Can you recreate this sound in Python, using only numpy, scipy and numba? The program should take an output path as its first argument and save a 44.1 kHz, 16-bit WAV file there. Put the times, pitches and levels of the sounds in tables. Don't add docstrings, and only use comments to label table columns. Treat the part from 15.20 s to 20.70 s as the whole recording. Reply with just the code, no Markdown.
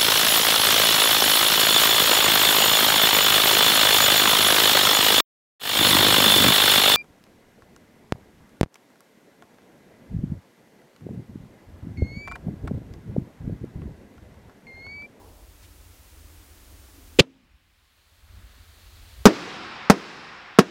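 import sys
import numpy as np
from scipy import signal
from scipy.fft import rfft, irfft
from scipy.io import wavfile
from numba import njit

SR = 44100
rng = np.random.default_rng(int(sys.argv[2]) if len(sys.argv) > 2 else 0)


def int16_out(signal):
    q = np.round(np.clip(np.atleast_2d(signal).T, -1, 1) * 32767)
    wavfile.write(sys.argv[1], SR, q.astype(np.int16))


N = 242550
T = np.arange(N) / SR
FREQS = np.fft.rfftfreq(N, 1 / SR)


def undb(db):
    return 10 ** (np.asarray(db) / 20)

def read(rows, hz, column=1):
    rows = np.array(rows, float)
    return np.interp(np.log(hz + 1e-3), np.log(rows[:, 0]), rows[:, column])

def highpass(x, hz, order):
    return signal.sosfilt(signal.butter(order, hz, "high", fs=SR, output="sos"), x)

def noise(rows):
    return irfft(rfft(rng.standard_normal(N)) * undb(read(rows, FREQS)), N) * np.sqrt(SR / 2)

def noise_band(hz, skirt_db):
    band = noise([(hz / 10, 2 * skirt_db), (hz / 3, skirt_db), (hz, 0),
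                  (hz * 3, skirt_db), (hz * 10, 2 * skirt_db)])
    return band / band.std()

def walk(rate_hz, t=T):
    return np.interp(t * rate_hz, np.arange(4096), rng.standard_normal(4096))

def fade(start, t60, t=T):
    return (t >= start) * np.exp(-np.log(1000) * np.maximum(t - start, 0) / t60)

def swell(centre_s, width_s):
    return np.exp(-((T - centre_s) / width_s) ** 2)

def add(out, s, sound):
    i = int(s * SR)
    out[i:i + len(sound)] += sound[:max(len(out) - i, 0)]

def modes(rows, start):
    return sum(undb(db) * fade(start, t60) * np.sin(2 * np.pi * hz * (T - start))
               for hz, db, t60 in rows)

def echoes(rows, hits):
    spectrum = rfft(noise(rows))
    coarse = T[::16]
    out = np.zeros(N)
    for low_hz in 22 * np.sqrt(2) ** np.arange(19):
        band = irfft(spectrum * (FREQS >= low_hz) * (FREQS < low_hz * np.sqrt(2)), N)
        t60 = read(rows, low_hz * 2 ** .25, column=2)
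        power = sum((undb(db) * fade(s, t60, coarse)) ** 2 for s, db in hits)
        patches = undb(walk(25, coarse))
        out += band * np.interp(T, coarse, np.sqrt(power) * patches)
    return out


# f/Hz, density/dB
RUMBLE_COLOUR = [(15, -92.5), (30, -75), (46, -65.5), (65, -66.5), (92, -66.5), (112, -87.5), (220, -91),
                 (400, -97), (1000, -104), (3000, -115)]
def rumble(level_db=-1, gust_db=7.5, flutter_db=2.5):
    gust = gust_db * swell(3.22, .28)
    return noise(RUMBLE_COLOUR) * undb(level_db + gust + flutter_db * walk(6.6))

# f/Hz, density/dB
DRONE_COLOUR = [(120, -120), (230, -92.5), (290, -82.5), (400, -93), (700, -120)]
def drone(level_db=1.5, hold_s=1.9, fall_db_per_s=14, waver_db=2.5):
    fall_db = fall_db_per_s * np.maximum(T - hold_s, 0)
    return noise(DRONE_COLOUR) * undb(level_db - fall_db + waver_db * walk(8))

# f/Hz, density/dB, t60 none
HISS = [(100, -92), (500, -92), (1500, -94.5), (5000, -97.5), (15000, -99)]
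def hiss():
    return noise(HISS)

# f/Hz, density/dB, t60/s
FAR_BOOM = [(60, -83, 0.65), (151.3, -81, 1), (450, -75, 1.3), (960, -78, 1.15), (1800, -96, 0.58),
            (5000, -115, 0.44)]
def far_boom():
    return echoes(FAR_BOOM, [(.0013, 0)])

# t/s, level/dB, f/Hz, width/s, skirts/dB
KNOCKS = [(0.116, -37, 71, 0.014, -40), (.44, -53, 3100, .02, -10), (2.337, -33.5, 60, 0.029, -42),
          (3.191, -50.5, 191, 0.022, -30), (3.374, -51, 219, 0.013, -34), (3.995, -39.5, 69, 0.026, -45),
          (4.449, -18, 83, .025, -39.5), (5.33, -34.5, 228, 0.02, -25)]
def knocks():
    return sum(undb(db) * swell(s, width) * noise_band(hz, skirt_db)
               for s, db, hz, width, skirt_db in KNOCKS)

LAUNCH_S = 1.9884
# t/s, level/dB, f/Hz, width/s
TUBE_THUMPS = [(1.9925, 2.5, 369.7, .0024), (2.006, 18, 140, .006)]
# f/Hz, density/dB
MUZZLE_GAS = [(30, -22), (120, -11), (220, -21), (400, -12), (600, -14), (780, -36), (1700, -24.5),
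              (3000, -13), (5000, -25.5), (5800, -37.5), (7200, -32.5), (10000, -50.5), (16000, -62)]
# f/Hz, level/dB, t60/s
MORTAR_MODES = [(164, -19, .22), (266, -14, .42), (350, 0, .075), (468, -26, .2), (560, -4, .08)]
# f/Hz, density/dB, t60/s
NEAR_SCATTER = [(30.3, -42, 0.13), (101, -13, 0.11), (200, -6, 0.17), (380, -2.5, 0.17), (830, -6, 0.09),
                (1630, -16, 0.12), (3000, -20.5, 0.09), (5680, -16.5, 0.062), (8850, -28, 0.066),
                (15000, -38, .06)]
# f/Hz, density/dB, t60/s
FIELD_ECHO = [(40, -62, 1.8), (199, -57, 1.3), (453, -56, 0.45), (699, -71, 1.2), (1300, -76, 2.8),
              (2500, -74, 2.6), (4500, -81, 2.4), (7005, -84, 0.98), (15000, -105, .5)]
def launch(leak_db=-37, spray_db=-24, spray_t60=.075, scatter_db=-30):
    peak_s = LAUNCH_S + .0132
    thump = sum(undb(db) * swell(s, width) * np.cos(2 * np.pi * hz * (T - s))
                for s, db, hz, width in TUBE_THUMPS)
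    leak = undb(leak_db) * (T >= LAUNCH_S) * (T < peak_s)
    rush = swell(peak_s, width_s=.0047)
    spray = undb(spray_db) * fade(peak_s, spray_t60)
    gas = noise(MUZZLE_GAS) * (leak + rush + spray)
    near = echoes(NEAR_SCATTER, [(peak_s, scatter_db)])
    far = echoes(FIELD_ECHO, [(peak_s, 0)])
    return thump + gas + modes(MORTAR_MODES, peak_s) + near + far

# f/Hz, density/dB
FUSE_COLOUR = [(200, -108), (800, -93.5), (1500, -90.5), (2500, -91.5), (4400, -89), (5600, -101),
               (6800, -99), (9000, -108), (16000, -120)]
def fuse(rise_s=.6, fizz_db=-1, sputter_db=1, spit_db=-56.5, sparks_db=4):
    first_burst_s = BURSTS[0][0]
    burning = np.clip((T - LAUNCH_S) / rise_s, 0, 1) ** 2 * (T < first_burst_s)
    fizz = undb(fizz_db + sputter_db * walk(40)) * noise(FUSE_COLOUR)
    sparks = undb(spit_db + sparks_db * walk(120)) * noise_band(hz=1480, skirt_db=-20)
    return burning * (fizz + swell(3.23, .27) * sparks)

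def blast(length_ms, front_ms):
    ms = np.arange(SR // 8) * 1e3 / SR
    return (1 - np.exp(-ms / front_ms)) * (1 - ms / length_ms) * np.exp(-ms / length_ms)

# t/s, blast/dB, overpressure/ms, slap/dB, boom/dB, ring/dB, scatter/dB, echo/dB
BURSTS = [(4.0553, 42.5, 3.82, -1, 43, 35.5, 7.5, 10), (4.6993, 45.5, 1.6, -5.5, 10, 24.5, -1, 1.5),
          (5.3877, 45.5, 1.4, -7.5, 10, 22.5, -4, -4)]
# f/Hz, level/dB, t60/s
HOLLOW_RING = [(203, 0, .075), (365, 2, .048)]
# f/Hz, density/dB, t60/s
COUNTRY_ECHO = [(30, -59, 3.4), (104, -46.5, 1.9), (191, -37, 1.55), (340, -29.5, 0.92), (600, -42.5, 1.69),
                (1070, -42.5, 2.9), (1970, -45.5, 3.1), (3580, -49, 2.1), (5140, -50.5, 1.82),
                (6850, -57.5, 1.31), (10100, -70, 1.13), (15000, -77, 0.93)]
def bursts(bounce_s=.0045, bounce_db=-2, slap_spread=5, slap_fall_db=7):
    shocks, boom, ring = np.zeros((3, N))
    for s, db, length_ms, slap_db, boom_db, ring_db, _, _ in BURSTS:
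        wave = undb(db) * blast(length_ms, front_ms=.1)
        add(shocks, s, wave)
        add(shocks, s + bounce_s, undb(bounce_db) * wave)
        for late in np.linspace(.4, 1, 6) + rng.uniform(-.06, .06, size=6):
            slap_ms = late * slap_spread * length_ms
            add(shocks, s + slap_ms / 1e3, undb(slap_db - slap_fall_db * (late - .5)) * wave)
        add(boom, s, undb(boom_db) * blast(length_ms=4, front_ms=1))
        ring -= undb(ring_db) * modes(HOLLOW_RING, s)
    direct = highpass(shocks, hz=180, order=4) + highpass(boom + ring, hz=90, order=2)
    near = echoes(NEAR_SCATTER, [(s, scatter_db) for s, *_, scatter_db, _ in BURSTS])
    far = echoes(COUNTRY_ECHO, [(s, echo_db) for s, *_, echo_db in BURSTS])
    return direct + near + far


def scene():
    firework = launch() + fuse() + bursts()
    background = knocks() + rumble() + drone() + far_boom() + hiss()
    return (background + firework)[None]

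@njit
def follow(x, level, attack_s, release_s):
    attack, release = 1 / (attack_s * SR), 1 / (release_s * SR)
    out = np.empty(len(x))
    for i in range(len(x)):
        level += (x[i] - level) * attack if x[i] > level else -level * release
        out[i] = level
    return out

def record(dry, threshold=.033, overload_db=29, knee_db=-10.5, top_hz=15800):
    treble = highpass(dry[0], hz=2000, order=2)
    excess = np.clip(np.abs(treble) - threshold, 0, undb(overload_db))
    held = follow(excess, level=.2, attack_s=.0014, release_s=.46)
    ducked = dry / (1 + held / undb(knee_db))
    high_cut = signal.ellip(8, .02, 50, top_hz, fs=SR, output="sos")
    return signal.sosfiltfilt(high_cut, np.clip(ducked, -1, 1))


dry = scene()
out = record(dry)
int16_out(out)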